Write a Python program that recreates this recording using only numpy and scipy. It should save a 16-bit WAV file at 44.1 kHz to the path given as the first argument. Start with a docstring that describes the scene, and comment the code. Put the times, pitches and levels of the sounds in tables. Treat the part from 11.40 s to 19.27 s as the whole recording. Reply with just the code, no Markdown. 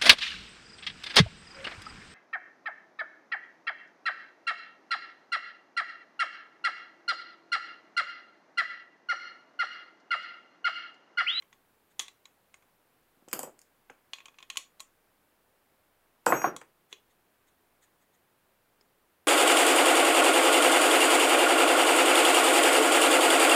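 """Faint clicks of steel eyelet pliers over low hiss: one microphone near a table in a small, quiet room.
The loose joint clicks and rubs as the jaws swing. A steel tube is picked up with a clink, tried in the
jaws, then dropped: it bounces on the tabletop, its bending modes ringing as it tumbles.
The room answers briefly, and the recorder's noise suppressor turns the quiet tails down."""
import sys
import numpy as np
from scipy import signal
from scipy.fft import rfft, irfft, next_fast_len
from scipy.io import wavfile
from scipy.ndimage import uniform_filter1d, map_coordinates

SR = 44100
rng = np.random.default_rng(int(sys.argv[2]) if len(sys.argv) > 2 else 0)


def dump_mix(stems):
    """Bounce the given channels to the path in sys.argv[1] as a 16-bit WAV at rate SR."""
    frames = np.atleast_2d(stems).T  # one column per channel
    limited = np.clip(frames, -1, 1)  # hard clip at full scale
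    pcm = np.round(limited * 32767).astype(np.int16)
    wavfile.write(sys.argv[1], SR, pcm)


N = 347067
T = np.arange(SR * 3 // 5) / SR  # time axis of one hit
HZ = np.fft.rfftfreq(len(T), 1 / SR)


def amp(db):
    """Decibels to amplitude."""
    return 10 ** (np.asarray(db) / 20)


def along(points, hz):
    """Interpolate (f/Hz, value) points on a log frequency axis."""
    f, v = np.transpose(points)
    return np.interp(np.log(hz + 1), np.log(f + 1), v)


def fade(t60, t=T):
    """Exponential decay by 60 dB in t60 seconds."""
    return np.exp(-np.log(1000) * t / t60)


def tone(hz, t60):
    """One struck mode."""
    return np.sin(2 * np.pi * hz * T) * fade(t60)


def chatter(t60):
    """The dying burst of micro-impacts in one contact."""
    return rng.standard_normal(len(T)) * fade(t60)


def struck(x):
    """Scale a hit to rms 1 over its first 6 ms."""
    return x / np.sqrt(np.mean(x[T < .006] ** 2) + 1e-20)


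def coloured(x, db):
    """Causal filter with the given gain on the HZ grid."""
    cepstrum = irfft(np.log(np.maximum(amp(db), 1e-6)), len(T))
    fold = 1 + np.sign(len(T) / 2 - np.arange(len(T)))
    fold[0] = 1
    return irfft(rfft(x) * np.exp(rfft(cepstrum * fold)), len(T))


def shelf(db, corner_hz):
    """A step of db above the corner."""
    return db * HZ ** 6 / (HZ ** 6 + corner_hz ** 6)


def radiated(x, corner_hz):
    """A small body radiates little below its corner."""
    return coloured(x, -10 * np.log10(1 + (corner_hz / (HZ + 1)) ** 4))


def resonate(x, modes):
    """Pass x through parallel (f/Hz, width/Hz, level/dB) resonances."""
    response = sum(amp(db) * 1j * HZ * width / (hz * hz - HZ ** 2 + 1j * HZ * width)
                   for hz, width, db in modes)
    return irfft(rfft(x) * response, len(T))


def add(track, s, x):
    """Mix x into the track at time s."""
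    part = track[max(round(s * SR), 0):][:len(x)]
    part += x[:len(part)]


# Noise floor at the microphone: f/Hz, relative density/dB
FLOOR_SPECTRUM = [(12, -29), (20, 3.5), (22, -16.5), (32, -26.5), (65, -14), (187, -12.5), (233, -12),
                  (308, -11.5), (469, -11.5), (775, -13), (1600, -16.5), (6290, -30.5), (13700, -24),
                  (15800, -26)]
def hiss(rms_db=-65.5):
    """Still room air and the microphone's own hiss, ahead of the noise suppressor."""
    gain = amp(along(FLOOR_SPECTRUM, np.fft.rfftfreq(N, 1 / SR)))
    noise = irfft(rfft(rng.standard_normal(N)) * gain, N)
    return amp(rms_db) * noise / np.std(noise)


# Reverberation of the small room: f/Hz, t60/s
ROOM_DECAY = [(150, .38), (300, .3), (600, .28), (1500, .26), (4000, .235), (8000, .23), (15000, .2)]
def room(x, build_s=0.0033):
    """The diffuse answer of the room, different for each place of contact."""
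    hz, t, bands = signal.stft(rng.standard_normal(len(T)), SR, nperseg=256)
    bands = bands * fade(along(ROOM_DECAY, hz)[:, None], t)
    tail = signal.istft(bands, SR, nperseg=256)[1][:len(T)]
    tail *= 1 - np.exp(-(T / build_s) ** 2)
    return signal.fftconvolve(x, tail / np.linalg.norm(tail))[:len(T)]


# Contacts of the pliers over the table: t/s, level/dB, treble shelf/dB, favoured mode f/Hz
PLIER_CONTACTS = [(0.023, -55.5, -9, 2120), (0.1283, -54.5, -11, 1980), (0.594, -29.5, -1, 6800),
                  (0.598, -30, -6, 3350), (.682, -47, -4.5, 3500), (.855, -50.5, -3, 3940),
                  (1.142, -51.5, 4.5, 2130), (1.224, -63, 2, 2200), (2.7337, -35, -12, 2920),
                  (2.785, -53, -7, 2520), (2.804, -51.5, -11, 2430), (2.8568, -47.5, -3.5, 3130),
                  (2.883, -52, -11, 1130), (2.943, -64, -11, 1130), (2.986, -51, -12.5, 2700),
                  (3.004, -56, -11, 1050), (3.027, -48, -7.5, 3190), (3.1008, -35.5, -9, 3160),
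                  (3.158, -48.5, -4, 1110), (3.1712, -27.5, -2, 3030), (3.397, -52, 2, 4240),
                  (3.4033, -41, 7, 3960), (5.1644, -40, 7, 1100), (5.519, -66, 15, 3280),
                  (5.5273, -40, -11, 3400), (7.411, -61.5, 3, 5080)]
# Resonances of the jaws: f/Hz, width/Hz, level/dB
JAW_MODES = [(3210, 360, -9.5), (3412, 180, 3), (3960, 220, -4.5), (5910, 63, -13), (6717, 123, 5),
             (7510, 140, -11.5), (7860, 34, -8.5), (8550, 120, -5), (10350, 116, -3.5), (11440, 44, 0.5)]
# Spectrum of the steel's click: f/Hz, level/dB
STEEL_SPECTRUM = [(100, -36.5), (600, -32.5), (1200, -45.5), (1700, -7.5), (2300, 2.5), (3300, 1),
                  (4200, 0.5), (4900, -2.5), (6600, 6.5), (8500, -2), (12000, -12), (14000, -15),
                  (16000, -45.5)]
# Spectrum of the knock in the handles: f/Hz, level/dB
HANDLE_SPECTRUM = [(50, -60.5), (130, -15.5), (300, -7.5), (700, -2), (1100, 0.5), (1600, -0.5), (2500, 3),
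                   (5000, -59.5)]
def pliers(ring_db=5, chatter_t60=0.023, fist_from_s=5.35):
    """Each contact chatters in the hand-damped jaws and knocks the handles; harder ones are more steel."""
    out = np.zeros(N)
    for s, db, treble_db, ping_hz in PLIER_CONTACTS:
        force_db = db + 45  # relative to a firm click
        ping_db = -0.5 - 0.34 * force_db
        knock_db = -7.5 - 0.4 * force_db
        force = chatter(chatter_t60)
        steel = coloured(force, along(STEEL_SPECTRUM, HZ)) + amp(ring_db) * resonate(force, JAW_MODES)
        steel = struck(coloured(steel, shelf(treble_db, corner_hz=4930)))
        ping = struck(tone(ping_hz, t60=0.0176))  # grip and contact point favour one mode
        click = struck(radiated(steel + amp(ping_db) * ping, corner_hz=1000))
        # the long arms bend, at a lower pitch once they lie in the fist
        lever_hz = (1097 if s < fist_from_s else 410) * rng.normal(1, 0.0153)
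        lever = struck(radiated(tone(lever_hz, t60=0.054), corner_hz=284))
        handles = struck(coloured(chatter(chatter_t60), along(HANDLE_SPECTRUM, HZ)))
        knock = amp(knock_db) * struck(handles + amp(-2) * lever)
        if 2.6 < s < 3.3:  # the tube lies between the jaws: its lowest mode answers
            click += amp(knock_db - 5) * struck(radiated(tone(2520, t60=.09), corner_hz=1000))
        add(out, s, amp(db) * (click + knock + amp(-11) * room(steel) + amp(-7) * room(knock)))
    return out


# Rubs as the jaws swing or the tube slides between them: t/s, level/dB
STEEL_RUBS = [(.516, -68.5), (0.614, -49.5), (2.766, -63), (3.135, -63.5), (5.514, -65), (5.712, -70),
              (6.084, -68.5), (6.435, -62), (6.625, -70), (6.747, -69)]
# Resonances of the rubbing joint: f/Hz, width/Hz, level/dB
JOINT_MODES = [(1948, 330, 5.5), (3500, 680, 0.5), (6600, 910, -1), (7850, 460, -6)]
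def joint(grain_db=4, room_db=-8, swell_s=0.016, peak_s=.1):
    """Tiny slips of steel on steel swell and fade with each swing of the jaws."""
    out = np.zeros(N)
    for s, db in STEEL_RUBS:
        friction = rng.standard_normal(len(T)) * amp(grain_db * rng.standard_normal(len(T)))
        slips = resonate(friction, JOINT_MODES)
        rub = slips / np.std(slips) * np.exp(-((T - peak_s) / swell_s) ** 2)
        add(out, s - peak_s, amp(db) * (rub + amp(room_db) * room(rub)))
    return out


# Blows on the tabletop near the microphone: t/s, level/dB, contact f/Hz
TABLE_BLOWS = [(1.771, -61.5, 202), (1.824, -58, 300), (1.879, -50.5, 440), (1.9294, -34.5, 1500),
               (1.9355, -37.5, 372), (1.992, -37, 700), (2.0345, -37, 620), (2.075, -47, 556),
               (2.498, -46.5, 1680), (4.866, -16.5, 930), (4.903, -24.5, 845), (4.923, -16, 1174),
               (5.0172, -33.5, 1380), (5.0427, -18.5, 980), (5.2151, -47, 1480)]
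# Modes of the table's board: f/Hz, level/dB, t60/s
BOARD_MODES = [(148.9, -31.5, 0.14), (251.8, -21.5, 0.12), (326.5, -21, 0.09), (484.5, -4, 0.033),
               (736, -5, 0.032), (1130, -10.5, 0.046), (1500, -9.5, 0.0377), (2430, -9.5, .02)]
# Shudder of table and room: f/Hz, level/dB
SHUDDER_SPECTRUM = [(60, -41.5), (90, -25), (135, -2.5), (210, -3.5), (300, 4.5), (500, 6), (1000, 4.5),
                    (1500, 6), (2000, -0.5), (2600, 2), (4000, -10), (16000, -25.5)]
def tabletop(board_db=-2, grit_db=-38, shudder_db=-4.5, rebound_s=0.001782, bounce_s=.019):
    """A cloth-softened push, its rebound and the board's modes; table and room shudder on."""
    out = np.zeros(N)
    bounces = [(s + bounce_s, db - 13.5, hz) for s, db, hz in TABLE_BLOWS]  # a small one after each blow
    for s, db, contact_hz in TABLE_BLOWS + bounces:
        pulse_time = np.pi * contact_hz * (T - .0008)
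        push = (1 - 2 * pulse_time ** 2) * np.exp(-pulse_time ** 2)
        rebound_lag = round(abs(rebound_s * rng.normal(1, 0.22)) * SR)
        push = push - .55 * np.roll(push, rebound_lag)
        board = np.zeros(len(T))
        for hz, mode_db, t60 in BOARD_MODES:
            mode = amp(mode_db + rng.normal(0, 4.2)) * tone(hz * rng.normal(1, 0.039), t60)
            board += mode / (1 + (hz / (2 * contact_hz)) ** 4)  # soft blows barely reach high modes
        board *= 1 - np.exp(-T / 0.0042)
        blow = push + amp(board_db) * board + amp(grit_db) * chatter(t60=0.017)
        blow = struck(radiated(blow, corner_hz=170))
        softness_db = along(SHUDDER_SPECTRUM, HZ) + shelf(-17.5, corner_hz=2 * contact_hz)
        shudder = room(struck(coloured(T == 0, softness_db)))
        add(out, s, amp(db) * (blow + amp(shudder_db) * shudder))
    return out


# Bending modes of the tube: f/Hz, level/dB, free t60/s, added damping t60/s, beat f/Hz, beat peak t/s
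TUBE_MODES = [(2520, -13, .9, .06, 9, .04), (3060, -10, .1, .15, 5, 0), (5012, -13, .12, .15, 5, 0),
              (9017, -8, .12, .15, 5, 0), (10510, -18, .7, .15, 9, .05), (5744, -13.5, 7, .2, 4.5, .18),
              (6531, -8, 5, .12, 5, .145), (7720, -2.5, .38, .4, 11, .04),
              (12320, -7.5, 1.6, .13, 1.5, .04)]
def tube_ring(free_s, flutter_db=3, flutter_per_s=45):
    """Close mode pairs beat and flutter as the tube turns; hand or table damps them after free_s."""
    ring = np.zeros(len(T))
    for hz, db, t60, held_t60, beat_hz, peak_s in TUBE_MODES:
        phase = 2 * np.pi * (hz * T + rng.random())
        pair = np.sin(phase) + .7 * np.sin(phase + 2 * np.pi * beat_hz * (T - peak_s))
        wander = map_coordinates(rng.standard_normal(size=128), [T * flutter_per_s], order=1)
        decay = fade(t60) * fade(held_t60, np.maximum(T - free_s, 0))
        ring += amp(db + flutter_db * wander) * decay * pair
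    return ring


# Hard contacts of the tube: t/s, level/dB, top-octave shelf/dB, ring gain/dB
TUBE_CONTACTS = [(1.885, -53, -9, -4), (1.914, -53.5, -10, -7), (1.930, -29, 18, -31),
                 (1.935, -33.5, -19, -24), (1.992, -33.5, 9.5, -19.5), (2.031, -40, 6, -11),
                 (2.191, -55, -0.5, -33), (2.216, -56.5, -3.5, -21), (2.5015, -60.5, -9.5, -29),
                 (4.8631, -29.5, -9, -24), (4.878, -41, -7, -18), (4.939, -47.5, 3, -21),
                 (5.019, -47, -2.5, -23.5), (5.214, -55, -7, -32)]
# Spectrum of the crack at each contact: f/Hz, level/dB
CRACK_SPECTRUM = [(60, -50.5), (500, -23), (1500, -2.5), (3100, -5.5), (4000, -16), (5000, -3),
                  (5700, -10.5), (7100, 2.5), (8200, -2), (9200, 0), (11000, -10.5), (13600, -4.5),
                  (15000, -15.5), (16000, -30)]
def tube(room_db=-6.5, drop_s=4.8617, drop_ring_db=-35, tumble_s=0.22):
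    """A bright crack at each contact, then the tube's pure ring: short in the hand, long as it tumbles."""
    out = np.zeros(N)
    for s, db, lift_db, ring_db in TUBE_CONTACTS:
        hardness_db = shelf(lift_db, corner_hz=8740)  # a harder contact brightens crack and ring alike
        crack = struck(coloured(chatter(t60=.015), along(CRACK_SPECTRUM, HZ) + hardness_db))
        ring = coloured(tube_ring(free_s=.012), hardness_db)
        add(out, s, amp(db) * (crack + amp(room_db) * room(crack) + amp(ring_db) * ring))
    add(out, drop_s, amp(drop_ring_db) * tube_ring(free_s=tumble_s))
    return out


def suppressor(x, threshold_db=9, depth_db=4):
    """Bands that sink toward their own noise floor are turned down, so tails end early."""
    bands = signal.stft(x, nperseg=256)[2]
    power = uniform_filter1d(np.abs(bands) ** 2, size=11, axis=1)  # across frequency
    power = uniform_filter1d(power, size=5, axis=2)  # across time
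    excess = power / np.median(power, axis=2, keepdims=True) / amp(threshold_db) ** 2
    gain = amp(-depth_db / (1 + excess ** 2))
    return signal.istft(bands * gain, nperseg=256)[1][:, :N]


def scene():
    """Pliers, tube and table in the quiet room, at one microphone."""
    return (pliers() + joint() + tube() + tabletop() + hiss())[None]


def record(dry):
    """The recorder suppresses noise and keeps nothing above 16 kHz."""
    size = next_fast_len(N + SR)
    passband = np.clip((16000 - np.fft.rfftfreq(size, 1 / SR)) / 300, 0, 1)
    return irfft(rfft(suppressor(dry), size) * passband, size)[:, :N]


dry = scene()
out = record(dry)
dump_mix(out)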